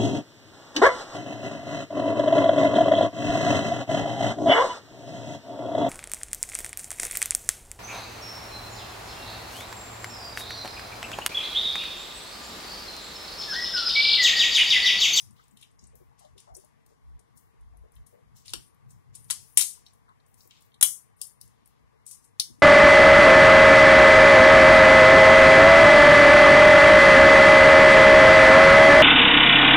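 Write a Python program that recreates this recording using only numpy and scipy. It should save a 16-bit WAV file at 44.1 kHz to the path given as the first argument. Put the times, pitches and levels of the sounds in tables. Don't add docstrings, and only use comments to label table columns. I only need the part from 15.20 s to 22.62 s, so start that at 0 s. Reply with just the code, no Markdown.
import sys
import numpy as np
from scipy import signal
from scipy.fft import rfft, irfft, next_fast_len
from scipy.io import wavfile
from scipy.ndimage import uniform_filter1d

SR = 44100
rng = np.random.default_rng(int(sys.argv[2]) if len(sys.argv) > 2 else 0)


def elevation(decibels):
    levels = np.asarray(decibels, float)
    return 10 ** (levels / 20)


def transcribe(u):
    v = np.clip(np.atleast_2d(u).T, -1, 1)
    q = np.round(v * 32767).astype(np.int16)
    wavfile.write(sys.argv[1], SR, q)


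N = 327222
LEAD = SR // 5

# pitch_hz, level_db
AIR_COLOUR = [(88, -29.5), (150, -11.5), (213, -4), (376, -10.5), (414, -10.5), (457, -3), (514, -14.5),
              (1140, -6.5), (1310, -17), (2020, -15), (2920, -24.5), (4000, -31.5), (5790, -35.5),
              (13200, -35.5), (16000, -70.5)]
# pitch_hz, share
AIR_LIKENESS = [(60, 0.12), (300, 0.95), (700, 0.47), (1500, 0.038)]
# start_s, hold_s, deep_db, upper_db
RUMBLE = [(0.053, 0.09, -76, -64.5), (0.3, 0.032, -80, -71), (0.627, 0.27, -70, -68.5),
          (1.128, 0.019, -68, -65), (1.331, .01, -60.5, -67.5), (1.716, .01, -71, -78),
          (1.881, 0.089, -59.5, -67.5), (2.167, .01, -74, -69.5), (2.417, 0.23, -58.5, -70),
          (2.772, 0.054, -59.5, -65), (3.07, 0.13, -72, -63), (3.355, 0.032, -61.5, -58.5),
          (3.66, 0.099, -69.5, -60.5), (3.894, 0.22, -74, -61.5), (4.197, 0.0091, -80, -60),
          (4.401, .01, -76.5, -66.5), (4.88, .01, -78, -71), (5.207, 0.011, -88, -68),
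          (5.4, 0.011, -73, -83), (5.641, .02, -92, -64.5), (6.242, 0.012, -72, -63.5),
          (6.64, 0.012, -63.5, -79), (7.302, 0.058, -76, -63)]
# start_s, peak_db, pitch_hz, ring_s
KNOCKS = [(0.071, -60, 217, 0.25), (0.313, -59.5, 215, 0.14), (0.625, -57, 227, 0.061),
          (0.19, -53.5, 1300, 0.062), (0.729, -58.5, 478, 0.11), (0.799, -57, 377, 0.089),
          (0.909, -59, 880, 0.066), (1.001, -55, 772, 0.2), (1.039, -52.5, 630, 0.12),
          (1.15, -58.5, 395, 0.12), (1.27, -50.5, 728, 0.22), (1.356, -52.5, 385, 0.13),
          (1.434, -57.5, 634, 0.05), (1.696, -62, 460, 0.18), (2.239, -78, 937, 0.12),
          (2.339, -63, 372, 0.051), (2.529, -60.5, 733, 0.25), (2.633, -56.5, 460, 0.13),
          (2.923, -54.5, 480, 0.15), (2.982, -60.5, 495, 0.1), (4.569, -57.5, 1030, 0.044),
          (4.876, -54, 1050, 0.15), (5.253, -59, 375, 0.059), (6.727, -64.5, 455.6, 0.15),
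          (7.28, -55, 246, 0.18), (7.341, -76, 466, 0.034), (7.374, -59.5, 245, 0.11)]
# start_s, hold_s, level_db, pitch_hz
RUSTLE = [(0.0, 0.01, -54, 5600), (0.166, 0.068, -65, 3300), (0.13, 0.26, -70, 14600),
          (0.395, 0.034, -59.5, 4360), (0.612, 0.024, -63.5, 6330), (0.762, .01, -60.5, 12800),
          (0.987, 0.052, -62, 5130), (1.184, 0.011, -54.5, 5200), (1.368, 0.048, -59, 8400),
          (1.692, 0.013, -66.5, 8000), (2.168, 0.011, -58.5, 14000), (2.736, .03, -67.5, 9100),
          (2.89, .02, -65, 12400), (3.166, 0.0062, -51.5, 8700), (3.256, 0.12, -52, 4750),
          (3.696, 0.019, -60, 10840), (3.945, 0.014, -57, 5460), (4.104, 0.069, -47, 6200),
          (4.207, 0.12, -61.5, 15140), (4.37, 0.18, -52.5, 7060), (4.659, 0.015, -60.5, 5170),
          (4.727, 0.026, -70, 14000), (5.074, 0.076, -69.5, 14000), (5.179, 0.068, -56.5, 11840),
          (5.332, 0.063, -75, 14000), (6.3, 0.27, -73.5, 3000), (5.314, 0.062, -59, 3300),
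          (5.41, 0.017, -61, 12150), (5.623, 0.13, -59.5, 6500), (5.995, 0.045, -61.5, 8170),
          (6.218, 0.015, -56, 9270), (6.47, 0.022, -67, 11100), (6.877, 0.051, -54, 8100),
          (7.209, 0.033, -48.5, 6540)]
# pitch_hz, fade_s
ROOM_T60 = [(300, 0.28), (1200, 0.26), (3300, 0.2), (4600, 0.24), (8000, 0.26), (14000, 0.31)]
# pitch_hz, level_db
ROOM_COLOUR = [(500, -1), (2500, 1.5), (3400, -0.5), (4300, -2), (4700, -2.5), (5100, 0), (9000, 0.5),
               (15000, -1)]
# pitch_hz, level_db
FRACTURE_COLOUR = [(200, -60.5), (1200, -38), (2300, -9), (5000, -1), (9000, 7), (13000, -5.5),
                   (16000, -16.5)]
# start_s, peak_db, pitch_hz, slip_ms
SPLINTERS = [(0.071, -48, 6200, 4), (0.238, -50, 8650, 2.7), (0.31, -51, 8800, 4), (0.512, -57, 9550, 3),
             (0.669, -44, 9300, 5), (1.345, -42, 14100, 3.6), (1.367, -36, 10500, 4.1),
             (1.397, -44, 10500, 3), (2.172, -46, 10100, 2.8), (3.257, -53, 5000, 2.5),
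             (4.3203, -60, 10000, 3.5), (4.342, -48, 13300, 3.5), (4.3809, -11, 10200, 1.4),
             (4.3955, -20, 10250, 1.3), (4.4085, -17, 9530, 1.5), (4.446, -24, 9830, 2.2),
             (5.275, -54.5, 9450, 2.2), (6.0685, -31.5, 11400, 2.6), (6.872, -39.5, 8380, 4),
             (6.891, -41, 9700, 2.5), (6.921, -40, 9000, 3.4), (6.93, -50, 10400, 3),
             (7.045, -49.5, 11770, 7.8), (7.047, -50, 8700, 8), (7.076, -56, 11060, 2.7),
             (0.592, -50, 5800, 2), (1.18, -49, 5600, 2), (1.349, -35.5, 6450, 2), (3.3355, -23, 6200, 1.4),
             (3.472, -50, 10400, 2.5), (3.718, -54, 13100, 4.7), (4.664, -41.5, 4440, 1.8),
             (5.309, -42, 3810, 1.8), (5.627, -21, 2240, 1.75)]
# start_s, length_s, level_db, fall_db_per_s, lowest_hz
AFTERMATH = [(3.33, 0.11, -66, 246, 1600), (3.399, 0.11, -69, 46, 8800), (3.974, 0.2, -68, 30, 9000),
             (4.198, 0.18, -67, 20, 9400), (4.378, 0.18, -27.5, 162.5, 2707),
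             (5.632, 0.17, -30.5, 169, 5340), (5.964, 0.055, -74.5, 12.5, 8440),
             (6.018, 0.12, -49.5, 202.5, 3600), (6.868, 0.051, -55, 43, 4980),
             (6.91, 0.093, -50, 233.5, 4350), (7.022, 0.076, -71, 62, 4710),
             (7.203, 0.057, -49, 298.5, 2390)]
# start_s, peak_db, lowest_hz, highest_hz
CHIPS = [(1.1785, -50, 2980, 11900), (1.203, -52, 3000, 12000), (1.3485, -42, 5000, 12000),
         (1.3665, -36, 8000, 12900), (2.173, -52, 7000, 14000), (2.864, -49, 6500, 13000),
         (3.257, -45, 3000, 10000), (3.2715, -43, 7500, 11000), (3.2932, -40, 7000, 9500),
         (3.300, -46, 8000, 10000), (3.3362, -18.5, 2000, 12000), (3.946, -46, 5000, 10000),
         (3.9595, -44, 7500, 10600), (3.9755, -48, 7000, 10000), (4.0425, -45, 8000, 12500),
         (4.1132, -22, 7500, 11000), (4.121, -29, 8500, 11000), (4.3825, -10.5, 8500, 11500),
         (4.4125, -5, 5490, 10990), (4.4225, -18, 8500, 11500), (4.664, -42.5, 3300, 5200),
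         (4.6645, -51, 6000, 15050), (4.6845, -52, 4000, 8000), (4.7345, -53, 7000, 15000),
         (5.0835, -57, 9000, 15100), (5.101, -62, 8600, 12000), (5.116, -62, 8530, 11000),
         (5.2055, -51, 3000, 5940), (5.214, -60, 5000, 8080), (5.2325, -57, 11400, 15500),
         (5.2745, -43, 12000, 15400), (5.309, -43, 3000, 7000), (5.408, -53, 7500, 15500),
         (5.423, -51, 5010, 15500), (5.453, -59, 12000, 15400), (5.463, -53, 12000, 15400),
         (6.0125, -39.5, 6000, 14000), (6.0145, -38.5, 3300, 5200), (6.0215, -31.5, 8000, 10900),
         (6.0242, -30, 7500, 10500), (6.2125, -41, 3800, 15000), (6.2595, -53.5, 6480, 12000),
         (6.475, -46, 9000, 15000), (6.595, -64.5, 4000, 10000), (6.8915, -41, 7500, 12500),
         (7.1978, -14, 3100, 10940), (7.2045, -24, 7900, 10900)]
# start_s, peak_db, pitch_hz, held_ms, ring_s
RINGS = [(3.337, -41, 4500, 5, .15), (4.1075, -33, 6200, 2, .06), (4.11, -41, 3300, 5, .12),
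         (4.374, -24, 6000, 2, .05), (4.382, -31, 2500, 2, .03), (4.392, -33, 3200, 8, .05),
         (5.6222, -36, 3350, 4, .03), (5.6272, -33, 3300, 2, .17), (5.6302, -12, 9800, 7, .015),
         (5.6445, -31, 3350, 4, .06), (5.660, -22, 9400, 4, .015), (6.0165, -45, 5150, 3, .18),
         (6.865, -45, 8100, 12, .03), (7.199, -42, 3000, 8, .1)]
# start_s, peak_db, flake_hz, broad_share_db
TICKS = [(0.3702, -40, 3520, -3), (0.412, -45, 3440, 4), (0.5912, -39.5, 6200, -39),
         (0.6375, -38.5, 7000, -36), (1.0484, -47, 3900, -3.5), (1.1787, -38.5, 3520, -4),
         (2.762, -46, 3400, -12), (3.2924, -31, 3900, -4), (3.302, -38.5, 6820, 4),
         (4.663, -36.5, 4870, -11.5), (4.8894, -58, 3870, -4.5), (4.9994, -54.5, 3930, -20.5),
         (5.2051, -41, 5000, -26), (5.3088, -38, 3370, -35.5), (5.518, -50.5, 3300, -26),
         (5.5415, -43, 3640, -8)]
# start_s, peak_db, flake_hz, broad_share_db
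FLAKES = [(0.1082, -51.5, 9200, 7), (0.281, -61.5, 8950, 16.5), (0.7542, -37, 12300, -8),
          (1.2015, -47.5, 8660, 9), (1.4463, -45.5, 10300, -3), (1.6625, -48, 12800, 1.5),
          (2.4094, -55, 10200, -1), (2.5704, -47, 10400, -11), (2.7194, -47, 10500, -14),
          (2.7535, -41.5, 10700, -16), (3.1672, -42, 12300, 0), (3.545, -50, 11600, -9),
          (4.7341, -47, 9460, -19), (5.0635, -53.5, 8810, 0), (5.1417, -47, 9800, -1),
          (5.2745, -56.5, 14800, 7), (5.4213, -59, 9200, 13), (6.2762, -50.5, 9860, 5.5),
          (6.4577, -41, 10020, -8.5), (6.9474, -42.5, 8790, -10), (7.043, -55, 8600, 11),
          (7.3966, -50, 9730, -3.5)]
# start_s, peak_db, flake_hz, broad_share_db
SCRAPES = [(0.181, -53, 3600, -26), (0.4238, -36, 3240, -4), (0.991, -59.5, 10000, 15),
           (1.3495, -30, 7900, -33), (1.9914, -65, 8600, 15), (2.173, -51, 8100, 2.5),
           (2.8653, -47.5, 9900, 0), (3.257, -42.5, 3160, -0.5), (3.703, -49, 7840, -1),
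           (3.9495, -35.5, 8670, 1.5), (4.0417, -45, 10900, -2)]
# start_s, peak_db,
# lowest_hz, highest_hz
THUMPS = [(3.335, -25, 800, 2640), (4.374, -37.5, 200, 460), (5.627, -36.5, 150, 400),
          (3.340, -37.5, 221, 407), (4.1, -31, 710, 2430), (4.107, -23.5, 895, 2600),
          (4.3727, -25.5, 700, 1996), (4.4127, -30, 500, 2006), (5.611, -29.5, 700, 2000),
          (5.6260, -21.5, 400, 1906), (5.6286, -15.5, 3060, 3480), (6.0144, -40, 2670, 3700),
          (7.1977, -17.5, 3500, 5150)]
# start_s, peak_db, hollow_hz, hollow_db,
# brightness_db_per_octave
CRACKS = [
    (-0.066, -6, 6360, -11.5, 2),
    (3.2799, -30, 4460, -7.5, -9),
    (3.3348, -14, 3200, -15, -8.5),
    (4.1007, -13.5, 3470, -13.5, -1),
    (4.107, -9, 8450, -11.5, -2),
    (4.1122, -20.5, 4630, -4.5, -2),
    (4.3727, 4.5, 2134, -25.5, 6),
    (5.6106, -7, 3904, -22, 0),
    (5.6260, 3, 3213, -20, 9),
    (6.2123, -31, 4530, -13.5, 13),
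          (4.3934, -14, 2463, -18, -10.5),
    (4.408, -11, 3870, -15, -7.5),
    (4.413, -9, 6400, -17.5, 0),
    (4.4224, -10.5, 4300, -21, -5),
    (5.6627, -19.5, 3480, -25, 3),
    (6.0147, -14.5, 5600, -24, 4),
    (6.864, -29, 4090, -34, 3.5),
    (6.911, -31.5, 4410, -61.5, 3),
    (7.198, -6.5, 5470, -8.5, 1),
    (7.2061, -27, 5280, -13, -12.5),
]
# start_s, first_step_db, hollow_hz, hollow_db, brightness_db_per_octave
TEARS = [
    (4.371, -1, 3300, -19.5, 2),
    (5.6260, -7, 3300, -23.5, 5.5),
]
# pitch_hz, level_db
LEFT_PORT = [(100, 5), (600, 1), (2400, 0.5), (4600, 3.5), (8200, 3.5), (9600, 8), (10700, 7), (15000, 5)]
RIGHT_PORT = [(100, 0), (600, -5), (2400, -5), (5000, 1.5), (8000, -8), (12000, -17), (15000, -13)]


def curve(table, hz):
    points = np.array(table, float)
    return np.interp(np.log(np.maximum(hz, 1)), np.log(points[:, 0]), points[:, 1])


def colour(x, table):
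    cepstrum = irfft(np.log(elevation(curve(table, np.fft.rfftfreq(2048, 1 / SR)))))
    cepstrum[1:1024] *= 2
    cepstrum[1025:] = 0
    response = irfft(np.exp(rfft(cepstrum)))[:1024]
    return signal.fftconvolve(x, response)[:len(x)]


def band(x, lo_hz, hi_hz, order=2):
    edges = np.clip([lo_hz, hi_hz], 20, .48 * SR)
    return signal.sosfilt(signal.butter(order, edges, "band", fs=SR, output="sos"), x)


def unit(x):
    return x / np.sqrt(np.mean(x ** 2))


def peak(x, db):
    return x * elevation(db) / np.max(np.abs(x))


def add(track, start_s, x):
    i = int((start_s - .0002) * SR) + LEAD
    track[i:i + len(x)] += x[:len(track) - i]


def decay(t, t60):
    return np.exp(-np.log(1000) * t / t60)


def pair(like, size):
    noise = rng.standard_normal((3, size))
    return np.sqrt(like) * noise[2] + np.sqrt(1 - like) * noise[:2]


def swells(start, hold, top_db, rest_db, rise_db_s, fall_db_s):
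    t = np.arange(0, N + 64, 64) / SR
    early = np.maximum(start[:, None] - t, 0)
    late = np.maximum(t - (start + hold)[:, None], 0)
    db = np.max(top_db[:, None] - rise_db_s * early - fall_db_s * late, axis=0)
    return elevation(np.interp(np.arange(N) / SR, t, np.maximum(db, rest_db)))


def air():
    size = next_fast_len(N, True)
    hz = np.fft.rfftfreq(size, 1 / SR)
    like = np.clip(curve(AIR_LIKENESS, hz), 0, 1)
    noise = rfft(rng.standard_normal((3, size)))
    hiss = np.sqrt(like) * noise[2] + np.sqrt(1 - like) * noise[:2]
    hiss = hiss * elevation(curve(AIR_COLOUR, hz)) * (hz < 12800)
    octave = np.clip(np.log2(hz / 200 + 1e-9).astype(int), 0, 5)
    flicker = uniform_filter1d(rng.standard_normal((6, N)), size=3000)
    total = np.zeros((2, N))
    for k in range(6):
        total += irfft(hiss * (octave == k), size)[:, :N] * elevation(0.88 * unit(flicker[k]))
    return unit(total) * elevation(-67)


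def rumble():
    start, hold, deep_db, upper_db = np.transpose(RUMBLE)
    deep = swells(start, hold, deep_db, rest_db=-79, rise_db_s=303, fall_db_s=381.5)
    upper = swells(start, hold, upper_db, rest_db=-73, rise_db_s=131, fall_db_s=148.5)
    floor = unit(band(pair(0.89, size=N), 48, 70)) * deep * elevation(np.array([[6], [9.5]]))
    walls = unit(band(pair(0.8, size=N), 90, 150)) * upper * elevation(4.0)
    return floor + walls


def knocks():
    track, t = np.zeros(N + LEAD), np.arange(SR // 4) / SR
    for start_s, db, hz, t60 in KNOCKS:
        noise = rng.standard_normal(len(t))
        swell = (1 - np.exp(-t / 0.022)) * decay(t, max(t60, .03))
        ring = band(noise, hz / 1.078, hz * 1.057) * swell
        thud = band(noise, hz / 1.14, hz * 1.36) * swell
        add(track, start_s, peak(ring, db) + peak(thud, db + 3.0))
    return track[LEAD:] * np.array([[1], [.8]])


def rustle():
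    start, hold, db, hz = np.transpose(RUSTLE)
    grains = rng.standard_normal((2, N)) * elevation(1.6 * rng.exponential(size=N))

    def layer(lo_hz, hi_hz, grain_hz, off_db, rest_db):
        top_db = db - 5.5 - off_db * np.abs(np.log2(hz / grain_hz))
        gain = swells(start, hold, top_db, rest_db, rise_db_s=1097.5, fall_db_s=151.5)
        return unit(band(grains, lo_hz, hi_hz)) * gain

    dull = layer(2200, 4100, grain_hz=3300, off_db=11, rest_db=-89)
    crisp = layer(5000, 8300, grain_hz=6200, off_db=9, rest_db=-89)
    finest = layer(11800, 47000, grain_hz=14000, off_db=14, rest_db=-108)
    return dull - crisp + finest


def room():
    t = np.arange(SR // 2) / SR
    lumps = elevation(9.7 * unit(uniform_filter1d(rng.standard_normal((2, len(t))), size=40)))
    envelope = elevation(-13) + elevation(-14) * lumps * np.exp(-t * 1000 / 13)
    echo = np.zeros((2, len(t)))
    for hz in 125 * 2. 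** np.arange(0, 7.2, .5):
        noise = pair(np.clip(curve(AIR_LIKENESS, hz), 0, 1), size=len(t))
        echo += band(noise, hz / 2 ** .25, hz * 2 ** .25) * decay(t, curve(ROOM_T60, hz))
    echo *= envelope * np.clip((t - .0006) / 0.0012, 0, 1) * 0.09
    echo *= np.exp(-(t / 0.27) ** 4)
    echo = np.array([colour(side, ROOM_COLOUR) for side in echo])
    echo[1, [0, 13]] += .7, .35
    echo[0, 30] += 1
    return echo


def split(noise, ms, rise_ms):
    t_ms = np.arange(len(noise[0])) / SR * 1000
    clicks = noise[0] * elevation(5.9 * np.clip(noise[1], -2, 2))
    spectrum = rfft(clicks * (1 - np.exp(-t_ms / rise_ms)) * np.exp(-t_ms / ms))
    return irfft(spectrum / np.abs(spectrum)) * np.exp(-t_ms / ms / 3)


def splinters():
    track, t = np.zeros(N + LEAD), np.arange(SR // 4) / SR
    for start_s, db, hz, ms in SPLINTERS:
        x = split(rng.standard_normal((2, 2048)), .5 * ms, rise_ms=0.24 * ms)
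        add(track, start_s, peak(band(x, hz / 1.25, hz), db - 7.0))
    for start_s, length_s, db, fall_db_s, lo_hz in AFTERMATH:
        size_db = 2.5 * np.minimum(rng.exponential(size=len(t)), 4)
        grains = rng.standard_normal(len(t)) * elevation(size_db)
        edge = band(colour(grains, FRACTURE_COLOUR), lo_hz, 15500, order=4)
        add(track, start_s, unit(edge) * elevation(db - fall_db_s * t) * np.exp(-(t / length_s) ** 6))
    return track


def chips():
    track, t = np.zeros(N + LEAD), np.arange(SR // 4) / SR
    for start_s, db, lo_hz, hi_hz in CHIPS:
        x = split(rng.standard_normal((2, 512)), ms=0.34, rise_ms=0.045)
        add(track, start_s, peak(band(x, lo_hz, hi_hz), db))
    for start_s, db, hz, held_ms, t60 in RINGS:
        fade = decay(np.maximum(t - held_ms / 1000, 0), max(t60, .01))
        ring = unit(band(rng.standard_normal(len(t)), hz / 1.033, hz * 1.033))
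        add(track, start_s, ring * fade * elevation(db - 6.5))
    return track


def ticks(track, table, slip_ms):
    for start_s, db, hz, broad_db in table:
        x = split(rng.standard_normal((2, 4096)), .5 * slip_ms, rise_ms=0.084 * slip_ms)
        flake = peak(band(x, hz / 1.22, hz * 1.166), db - 8.5)
        add(track, start_s, flake + peak(colour(x, FRACTURE_COLOUR), db + broad_db - 6.5))


def fractures():
    tears = []
    for start_s, db, hz, cup_db, tilt_db in TEARS:
        for k, delay_ms in enumerate([1.6, 4.1, 6.6, 9.5]):
            tears.append((start_s + delay_ms / 1000, db - k * 4.5, hz, cup_db, tilt_db))
    return [*CRACKS, *tears]


def shell():
    track = np.zeros(N + LEAD)
    for start_s, db, hz, cup_db, tilt_db in fractures():
        x = split(rng.standard_normal((2, 2048)), ms=0.76, rise_ms=0.63)
        tilted = [(f, g + tilt_db * np.log2(f / 6000)) for f, g in FRACTURE_COLOUR]
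        snap = peak(colour(x, tilted), db - 5.0)
        cup = peak(band(x, hz / 1.19, hz * 1.195), db + cup_db + 2.0)
        add(track, start_s, snap + cup)
    for start_s, db, lo_hz, hi_hz in THUMPS:
        x = split(rng.standard_normal((2, 2048)), ms=0.98, rise_ms=0.15)
        add(track, start_s, peak(band(x, lo_hz, hi_hz), db))
    ticks(track, TICKS, slip_ms=5.8)
    ticks(track, FLAKES, slip_ms=1.1)
    ticks(track, SCRAPES, slip_ms=14.8)
    return track


def scene():
    background = air() + rumble() + knocks() + rustle()
    echoes = room()
    after_direct = np.arange(echoes.shape[1]) > 30
    near_echoes = echoes * np.where(after_direct, elevation(-8), 1)
    close = chips()
    dry = splinters() + shell()
    heard = [signal.fftconvolve(dry, far) + signal.fftconvolve(close, near)
             for far, near in zip(echoes, near_echoes)]
    return np.array(heard)[:, LEAD:LEAD + N] + background


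def thin_out(ports):
    sum_and_difference = np.array([ports[0] + ports[1], ports[0] - ports[1]]) / 2
    hz, _, bins = signal.stft(sum_and_difference, SR, nperseg=1024)
    power = uniform_filter1d(np.abs(bins) ** 2, size=5, axis=2)
    strip = np.arange(len(hz)) // 6 * 6 + 3
    strips = uniform_filter1d(power, size=6, axis=1)[:, np.minimum(strip, len(hz) - 1)]
    whim = unit(uniform_filter1d(rng.standard_normal(strips[0].shape), size=6))
    whim_db = 2.5 * whim[strip % len(hz)]
    faint = elevation(2 * -78)
    cover = elevation(2 * (-5.5 + whim_db)) * uniform_filter1d(power[1], size=64, axis=0)
    hidden = strips[0] < np.minimum(cover, faint)
    bins[0][hidden & ((hz > 2300) & (hz < 14500))[:, None]] *= .1
    weak = power < np.minimum(elevation(2 * -2.5) * strips, faint)
    bins[weak & (hz > 2300)[:, None]] *= .2
    shut = strips.sum(0) < elevation(2 * (-107 + whim_db))
    bins[:, shut & (hz > 12800)[:, None]] = 0
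    mid, side = signal.istft(bins, SR, nperseg=1024)[1][:, :N]
    return np.array([mid + side, mid - side])


def top_cut(x):
    return signal.sosfilt(signal.butter(12, 16960, fs=SR, output="sos"), x)


def record(dry):
    ports = np.array([colour(dry[0], LEFT_PORT), -colour(dry[1], RIGHT_PORT)])
    low_pass = signal.ellip(7, .2, 48, 15600, fs=SR, output="sos")
    cut = signal.sosfilt(low_pass, ports)
    mix = np.clip(thin_out(cut), -1, 1)
    return top_cut(mix)


dry = scene()
out = record(dry)
transcribe(out)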